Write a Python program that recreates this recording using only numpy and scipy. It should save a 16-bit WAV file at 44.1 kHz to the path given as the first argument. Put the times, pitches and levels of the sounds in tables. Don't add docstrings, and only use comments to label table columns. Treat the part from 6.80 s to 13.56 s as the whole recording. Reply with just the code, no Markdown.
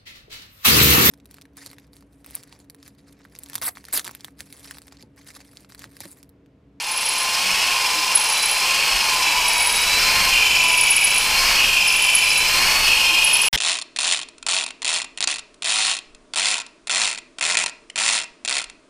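import sys
import numpy as np
from scipy import signal
from scipy.fft import rfft, irfft, next_fast_len
from scipy.io import wavfile
from scipy.ndimage import uniform_filter1d, map_coordinates

SR = 44100
rng = np.random.default_rng(int(sys.argv[2]) if len(sys.argv) > 2 else 0)


def file_out(sig):
    cols = np.atleast_2d(sig).T
    lim = np.clip(cols, -1, 1)
    pcm = np.round(lim * 32767).astype(np.int16)
    wavfile.write(sys.argv[1], SR, pcm)


N = 298155
LAYSHAFT, CHUCK = 7 / 45, 0.06505


def amp(db):
    return 10 ** (np.asarray(db) / 20)


def unit(x):
    return x / np.sqrt(np.mean(x ** 2) + 1e-20)


def curves(rows):
    times, *columns = np.transpose(rows)
    return [np.interp(np.arange(N) / SR, times, column) for column in columns]


def wobble(rate):
    knots = rng.standard_normal(int(N * rate / SR) + 4)
    return map_coordinates(knots, [np.arange(N) * rate / SR])


def noise():
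    return rng.standard_normal(N)


def filtered(x, response):
    size = next_fast_len(N + SR // 4)
    return irfft(rfft(x, size) * response(np.fft.rfftfreq(size, 1 / SR)), size)[:N]


def coloured(x, spectrum):
    f, db = np.transpose(spectrum)
    return unit(filtered(x, lambda hz: amp(np.interp(np.log(hz + 1), np.log(f), db))))


def resonate(x, modes):
    def response(f):
        total = 0
        for k, (centre, width, db) in enumerate(modes):
            damping = 1j * f * width
            total = total + (-1) ** k * amp(db) * damping / (centre ** 2 - f ** 2 + damping)
        return total
    return unit(filtered(x, response))


def tones(turns, orders, blur, blur_rate):
    total = np.zeros(N)
    for k, db in orders:
        phase = 2 * np.pi * (round(k) * turns + rng.random()) + blur * wobble(blur_rate)
        total += amp(db) * np.sin(phase)
    return total


def bands(turns, table):
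    total = np.zeros(N)
    for k, width, db in table:
        angle = 2 * np.pi * k * turns
        total += amp(db) * (wobble(width) * np.cos(angle) + wobble(width) * np.sin(angle))
    return total


def even(x, seconds):
    power = uniform_filter1d(x ** 2, max(8, int(seconds * SR)))
    return x / np.sqrt(np.abs(power) + 1e-9)


def motor_turns():
    # (time [s], speed [turns/s])
    speed_points = [(0.0, 350.5), (0.25, 342), (0.47, 347), (0.77, 368), (1.12, 340), (1.35, 349.5),
                    (1.6, 332.5), (2.11, 364), (2.52, 329), (2.98, 321), (3.41, 354.5), (3.8, 334),
                    (4.25, 326), (4.76, 366), (5.1, 341), (5.61, 334), (5.98, 371.5), (6.3, 351),
                    (6.52, 360.5), (6.68, 356.5)]
    speed, = curves(speed_points)
    return np.cumsum(uniform_filter1d(speed, size=SR // 8)) / SR


def strokes():
    # (time at the bottom [s], 1/e time going down [s], 1/e time coming up [s], nearness [0-1])
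    down_strokes = [(0.77, 0.27, 0.34, 0.3), (2.07, 0.34, 0.73, 0.41), (3.4, 0.48, 0.24, 0.79),
                    (4.7, 0.26, 0.18, 0.91), (5.88, 0.26, 0.3, 0.87)]
    t = np.arange(N) / SR
    near = np.zeros(N)
    for s, down, up, depth in down_strokes:
        near += depth * np.exp(-((t - s) / np.where(t < s, down, up)) ** 2)
    return near


def level(near, far_db, closer_db, bottom_db):
    # (time [s], closeness [0-1])
    approach = [(0.0, 0.0), (1.7, 0.15), (2.6, 0.68), (3.5, 1.0), (6.0, 0.97), (6.68, 0.83)]
    close, = curves(approach)
    return far_db + closer_db * close + bottom_db * near


def motor(turns):
    # (multiple of motor speed [1], relative level [dB])
    whine_orders = [(12, 3), (24, -13), (28, -25), (35, -19)]
    # (multiple of motor speed [1], width [Hz], relative level [dB])
    whine_bands = [(12.13, 90, -22), (24.3, 140, -14), (34.2, 200, -28), (35, 140, -20)]
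    # (multiple of motor speed [1], relative level [dB])
    hum_orders = [(2, -13.5), (3, 2.5), (5, -29), (6, -7)]
    # (time [s], level [dB])
    whine_points = [(0.0, -35), (0.5, -31), (0.85, -34.5), (1.35, -32.5), (1.6, -26.5), (1.85, -31.5),
                    (2.1, -28), (2.55, -33), (3.08, -24.5), (3.4, -26.5), (3.85, -40), (4.25, -35),
                    (4.62, -25.5), (5.0, -37), (5.3, -46), (5.5, -31), (5.88, -25), (6.68, -33)]
    # (time [s], level [dB])
    hum_points = [(0.0, -37.5), (0.55, -29.5), (1.3, -34), (1.55, -46), (1.82, -30), (2.4, -32),
                  (2.72, -28.5), (3.07, -35), (3.38, -28), (3.65, -39), (3.96, -27.5), (4.18, -41),
                  (4.7, -27.5), (5.0, -41.5), (5.35, -37.5), (5.92, -31), (6.68, -43)]
    whine_db, = curves(whine_points)
    hum_db, = curves(hum_points)
    whine_tones = tones(turns, whine_orders, blur=0.44, blur_rate=50) + bands(turns, whine_bands)
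    whine = (amp(whine_db - 2.0 + 1.6 * wobble(25)) + amp(-59)) * whine_tones
    armature = tones(turns, hum_orders, blur=0.57, blur_rate=40)
    return whine + amp(hum_db - 2.0 + 1.5 * wobble(25)) * armature


def heavy_chatter(idle_db):
    # (start [s], end [s], level at the start, before a 5 dB cut [dB])
    chatter_spells = [(0.66, 0.98, -22.5), (1.85, 2.202, -21.5), (2.435, 2.768, -19), (3.51, 4.383, -13.5),
                      (4.76, 5.643, -14), (6.04, 6.676, -14)]
    attack_s, release_s, sag_db_per_s = 0.012, 0.028, 3.5
    t = np.arange(N) / SR
    power = amp(idle_db) ** 2
    for start, end, db in chatter_spells:
        onset = (1 + np.tanh((t - start) / attack_s / 2)) / 2
        release = (1 + np.tanh((end - t) / release_s / 2)) / 2
        power = power + (onset * release * amp(db - sag_db_per_s * (t - start))) ** 2
    return 10 * np.log10(power)


def gear_chatter(turns, chatter_db):
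    # (multiple of motor speed [1], width [Hz], relative level [dB])
    rattle_bands = [(7.44, 220, -2), (7.877, 220, 2), (8.72, 280, -2.5), (9.95, 200, -1.5),
                    (20.85, 130, -12.5)]
    # (multiple of motor speed [1], relative level [dB])
    teeth_orders = [(6, -6), (8, 1.5), (9, 1.5), (10, -19)]
    # (frequency [Hz], relative level [dB])
    gearcase = [(1500, -8), (2150, -4), (2400, 0.5), (2750, 1.5), (3150, 1), (3500, -7), (6000, -1),
                (7000, 5), (8000, -9)]
    mesh_growth = 0.29
    motor_angle = 2 * np.pi * turns
    layshaft = LAYSHAFT * motor_angle
    mesh_phase = 7 * motor_angle + layshaft + 1.7 * np.cos(layshaft) + 0.99 * wobble(70)
    mesh_tone = np.sin(mesh_phase) + amp(-23.0) * np.sin(3 * mesh_phase)
    tight_side = amp(5.5 * np.cos(layshaft - 2.6) + 1.3 * wobble(74))
    swoop = unit(mesh_tone * tight_side)
    ring = unit(tones(turns, teeth_orders, blur=.55, blur_rate=60))
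    clatter = unit(bands(turns, rattle_bands) * amp(2 * np.cos(motor_angle)))
    slack_side = amp(3.8 * np.cos(layshaft - 5))
    rattle = unit(even(clatter + amp(-1.5) * ring, seconds=0.013) * slack_side)
    load = amp(mesh_growth * (chatter_db - chatter_db.max()))
    mixture = (load * swoop + rattle) / np.hypot(load, 1)
    return amp(chatter_db - 5.0) * coloured(mixture, gearcase)


def gears(turns, near, rasp_db):
    # (multiple of motor speed [1], width [Hz], relative level [dB])
    whirr_bands = [(1.412, 70, -22), (5.1, 70, -19.5), (6.16, 100, -25), (6.976, 130, -3), (7.965, 60, -7),
                   (14.16, 110, -12), (15.34, 220, -18), (15.9, 38, -34), (28.25, 120, -17)]
    chatter_db = heavy_chatter(level(near, far_db=-24.5, closer_db=5.5, bottom_db=-1))
    chatter = gear_chatter(turns, chatter_db)
    whirr = amp(rasp_db - 8.0) * even(bands(turns, whirr_bands), seconds=0.012)
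    press = amp(1.83 * np.cos(2 * np.pi * CHUCK * turns - 1))
    return press * (chatter + whirr) + housing(turns, near)


def housing(turns, near):
    # (frequency [Hz], width [Hz], relative level [dB])
    housing_modes = [(503, 60, -25), (854, 106, 2), (1037, 120, 2)]
    # (time [s], level [dB])
    drone_points = [(0.0, -26), (0.6, -29.5), (1.45, -24.5), (1.95, -30), (2.5, -24), (3.1, -32.5),
                    (3.9, -29.5), (5.3, -32.5), (6.68, -29.5)]
    drone_db = curves(drone_points)[0] + 5 * near
    excitation = noise() * amp(2 * np.cos(2 * np.pi * LAYSHAFT * turns))
    return amp(drone_db - 6.0) * resonate(excitation, housing_modes)


def stones(turns, rasp_db):
    # (frequency [Hz], relative level [dB per Hz])
    scrape_spectrum = [(60, -18.5), (300, -12.5), (700, -3.5), (1300, -2.5), (1900, -4.5), (2600, 2),
                       (3300, 2), (3800, -0.5), (4450, 1.5), (5250, 3), (6200, -1.5), (7600, -4.5),
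                       (8400, -2.5), (9200, -8), (10000, -4), (11300, -12), (15500, -16)]
    wall_modes = [(5294, 74, 0.5), (5020, 180, -3.5)]
    grit = noise() * amp(2.0 * wobble(2500))
    pressure = amp(np.cos(2 * np.pi * CHUCK * turns - 1) + 0.5 * wobble(60))
    catches = unit(resonate(noise(), wall_modes) * amp(5.2 * wobble(55)))
    scrape = coloured(grit, scrape_spectrum)
    return amp(rasp_db) * pressure * (amp(-1.0) * scrape + amp(-11) * catches)


def draught(near):
    # (frequency [Hz], relative level [dB per Hz])
    rush_spectrum = [(100, -10.5), (350, -12), (750, -7), (1050, -15), (1250, -1), (1800, 2), (2000, 0.5),
                     (2250, 10.5), (3500, -16.5), (4400, 3.5), (6500, -7), (12000, -29)]
    # (frequency [Hz], relative level [dB per Hz])
    hiss_spectrum = [(4000, -41), (9000, -5.5), (11500, 5), (12500, 3.5), (14000, -1), (15500, -1)]
    # (frequency [Hz], relative level [dB per Hz])
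    buffet_spectrum = [(15, -6), (50, -3.5), (120, -5), (190, -4.5), (260, -9), (600, -8.5), (2000, -70)]
    # (frequency [Hz], relative level [dB per Hz])
    gust_spectrum = [(10, -17), (24, 5.5), (35, 0), (52, -7.5), (90, -11.5), (200, -40), (1000, -80)]
    rush_db = level(near, far_db=-31, closer_db=-2, bottom_db=14)
    hiss_db = level(near, far_db=-42.5, closer_db=6, bottom_db=5)
    spread_near = uniform_filter1d(near, int(0.38 * SR))
    eddy_db = level(spread_near, far_db=-55, closer_db=12, bottom_db=8.5)
    rush = amp(rush_db + 0.25 * wobble(30)) * coloured(noise(), rush_spectrum)
    hiss = amp(hiss_db) * coloured(noise(), hiss_spectrum)
    buffet = amp(eddy_db - 3.5 + 1.7 * wobble(17)) * coloured(noise(), buffet_spectrum)
    gusts = amp(1.275 * eddy_db + 10.0) * coloured(noise(), gust_spectrum)
    return rush + hiss + buffet + gusts


def slips(turns):
    # (start [s], end [s], chirp level before scatter and cut [dB])
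    squeals = [(0.024, 0.45, -12), (1.349, 1.75, -13), (2.682, 3.029, -9.5), (3.831, 4.41, -11.5),
               (5.073, 5.58, -12), (6.443, 6.667, -8.5)]
    # (time [s], level before a lift and cut [dB], centre pitch [Hz])
    hard_slips = [(1.3498, -7.5, 10630), (1.523, -13.5, 10500), (1.656, -10, 10540), (2.8684, -7.5, 10500),
                  (4.0074, -4, 10520), (4.1024, -5, 10650), (4.241, -7.5, 10650), (4.3774, -9, 10430),
                  (5.219, -8.5, 10700), (5.3474, -4, 10660), (6.5314, -7.5, 10650)]
    pitch_hz, pitch_scatter_hz, jitter_s, scatter_db = 10622, 80, 0.003, 1.5
    edge_db = -0.5
    strays_per_s, stray_db = 3, -23.5
    hard_lift_db = 2.5
    t, hone = np.arange(N) / SR, CHUCK * turns
    rows = []
    for start, end, db in squeals:
        first_turn, last_turn = np.interp([start, end], t, hone)
        for s in np.interp(np.arange(first_turn, last_turn), hone, t):
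            from_middle = 2 * (s - start) / (end - start) - 1
            rows.append((s, db + edge_db * from_middle ** 2))
    for s in rng.random(int(strays_per_s * N / SR)) * N / SR:
        rows.append((s, stray_db))
    hard = np.array(hard_slips)
    half_turn_s = t[-1] / hone[-1] / 2
    soft = np.array([(s, db, pitch_hz) for s, db in rows if np.abs(s - hard[:, 0]).min() > half_turn_s])
    scatter = rng.standard_normal(soft.shape) * [jitter_s, scatter_db, pitch_scatter_hz]
    return np.vstack([hard + [0, hard_lift_db, 0], soft + scatter])


def chirps(turns):
    typical_fall_s = 0.005
    out = np.zeros(N + SR)
    t = np.arange(-SR // 50, SR // 8) / SR
    waver, flutter = wobble(300), amp(7.65 * wobble(160))
    trail = np.exp(-np.logaddexp(-t / 0.0025, t / 0.055))
    for s, db, hz in slips(turns):
        slide, stretch, start_phase = rng.standard_normal(3)
        first = max(0, int((s + t[0]) * SR))
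        span = np.arange(first, first + len(t))
        u = (t - .005) / (typical_fall_s * np.exp(0.77 * stretch))
        peak = np.exp(-np.where(u < 0, 2.0 * u, u) ** 2)
        swell = peak + 0.18 * trail * flutter[span % N]
        pitch = hz + (-70 + 60 * slide) * np.tanh(u) + 90 * waver[span % N]
        phase = 2 * np.pi * np.cumsum(pitch) / SR + start_phase
        out[span] += amp(db - 6.5) * swell * np.sin(phase)
    return out[:N]


def workshop(x, t60, wet_db):
    t = np.arange(SR // 3) / SR
    tail = rng.standard_normal(len(t)) * amp(-60 * t / t60) * (t > .004)
    return x + amp(wet_db) * signal.fftconvolve(x, tail / np.linalg.norm(tail))[:N]


def bumps():
    # (start [s], peak level [dB], pitch [Hz], length between 1/e points [s])
    soft_bumps = [(0.62, -42, 191, 0.18), (1.148, -39, 314, 0.073), (2.121, -32, 41.7, 0.065),
                  (2.466, -40, 311, .06), (6.298, -38, 325, 0.066)]
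    t = np.arange(N) / SR
    total = np.zeros(N)
    for s, db, hz, length in soft_bumps:
        envelope = np.exp(-((t - s) / (length / 2) - 1) ** 2)
        total += amp(db) * envelope * np.sin(2 * np.pi * hz * (t - s))
    return total


def harsh_noise():
    # (frequency [Hz], relative level [dB per Hz])
    harsh_spectrum = [(24, -32), (40, 5.5), (412, -26), (514, -19), (845, -12), (1000, -10), (1260, -21),
                      (1390, -13), (2060, -3.5), (2580, -13), (3140, -3), (4680, -14), (5290, -6),
                      (5990, -16.5), (15000, -28)]
    return amp(-16.5) * coloured(noise(), harsh_spectrum)


def scene():
    silence_start_s, silence_end_s = 6.685, 6.729
    fade_db, fade_s = -7, 0.24
    t = np.arange(N) / SR
    turns = motor_turns()
    near = strokes()
    rasp_db = level(near, far_db=-23, closer_db=0, bottom_db=2)
    drill = motor(turns) + gears(turns, near, rasp_db)
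    work = drill + stones(turns, rasp_db) + chirps(turns)
    honing = workshop(work, t60=0.29, wet_db=-10.5) + draught(near) + bumps()
    fade = amp(fade_db * np.exp(-t / fade_s))
    playing = np.clip((silence_start_s - t) * 1000, 0, 1)
    resumed = np.clip((t - silence_end_s) * 1000, 0, 1)
    mono = fade * playing * honing + resumed * harsh_noise()
    return np.array([mono, mono])


def record(dry):
    top_hz = 15400
    return np.array([filtered(x, lambda hz: np.clip((top_hz - hz) / 200 + .5, 0, 1)) for x in dry])


dry = scene()
out = record(dry)
file_out(out)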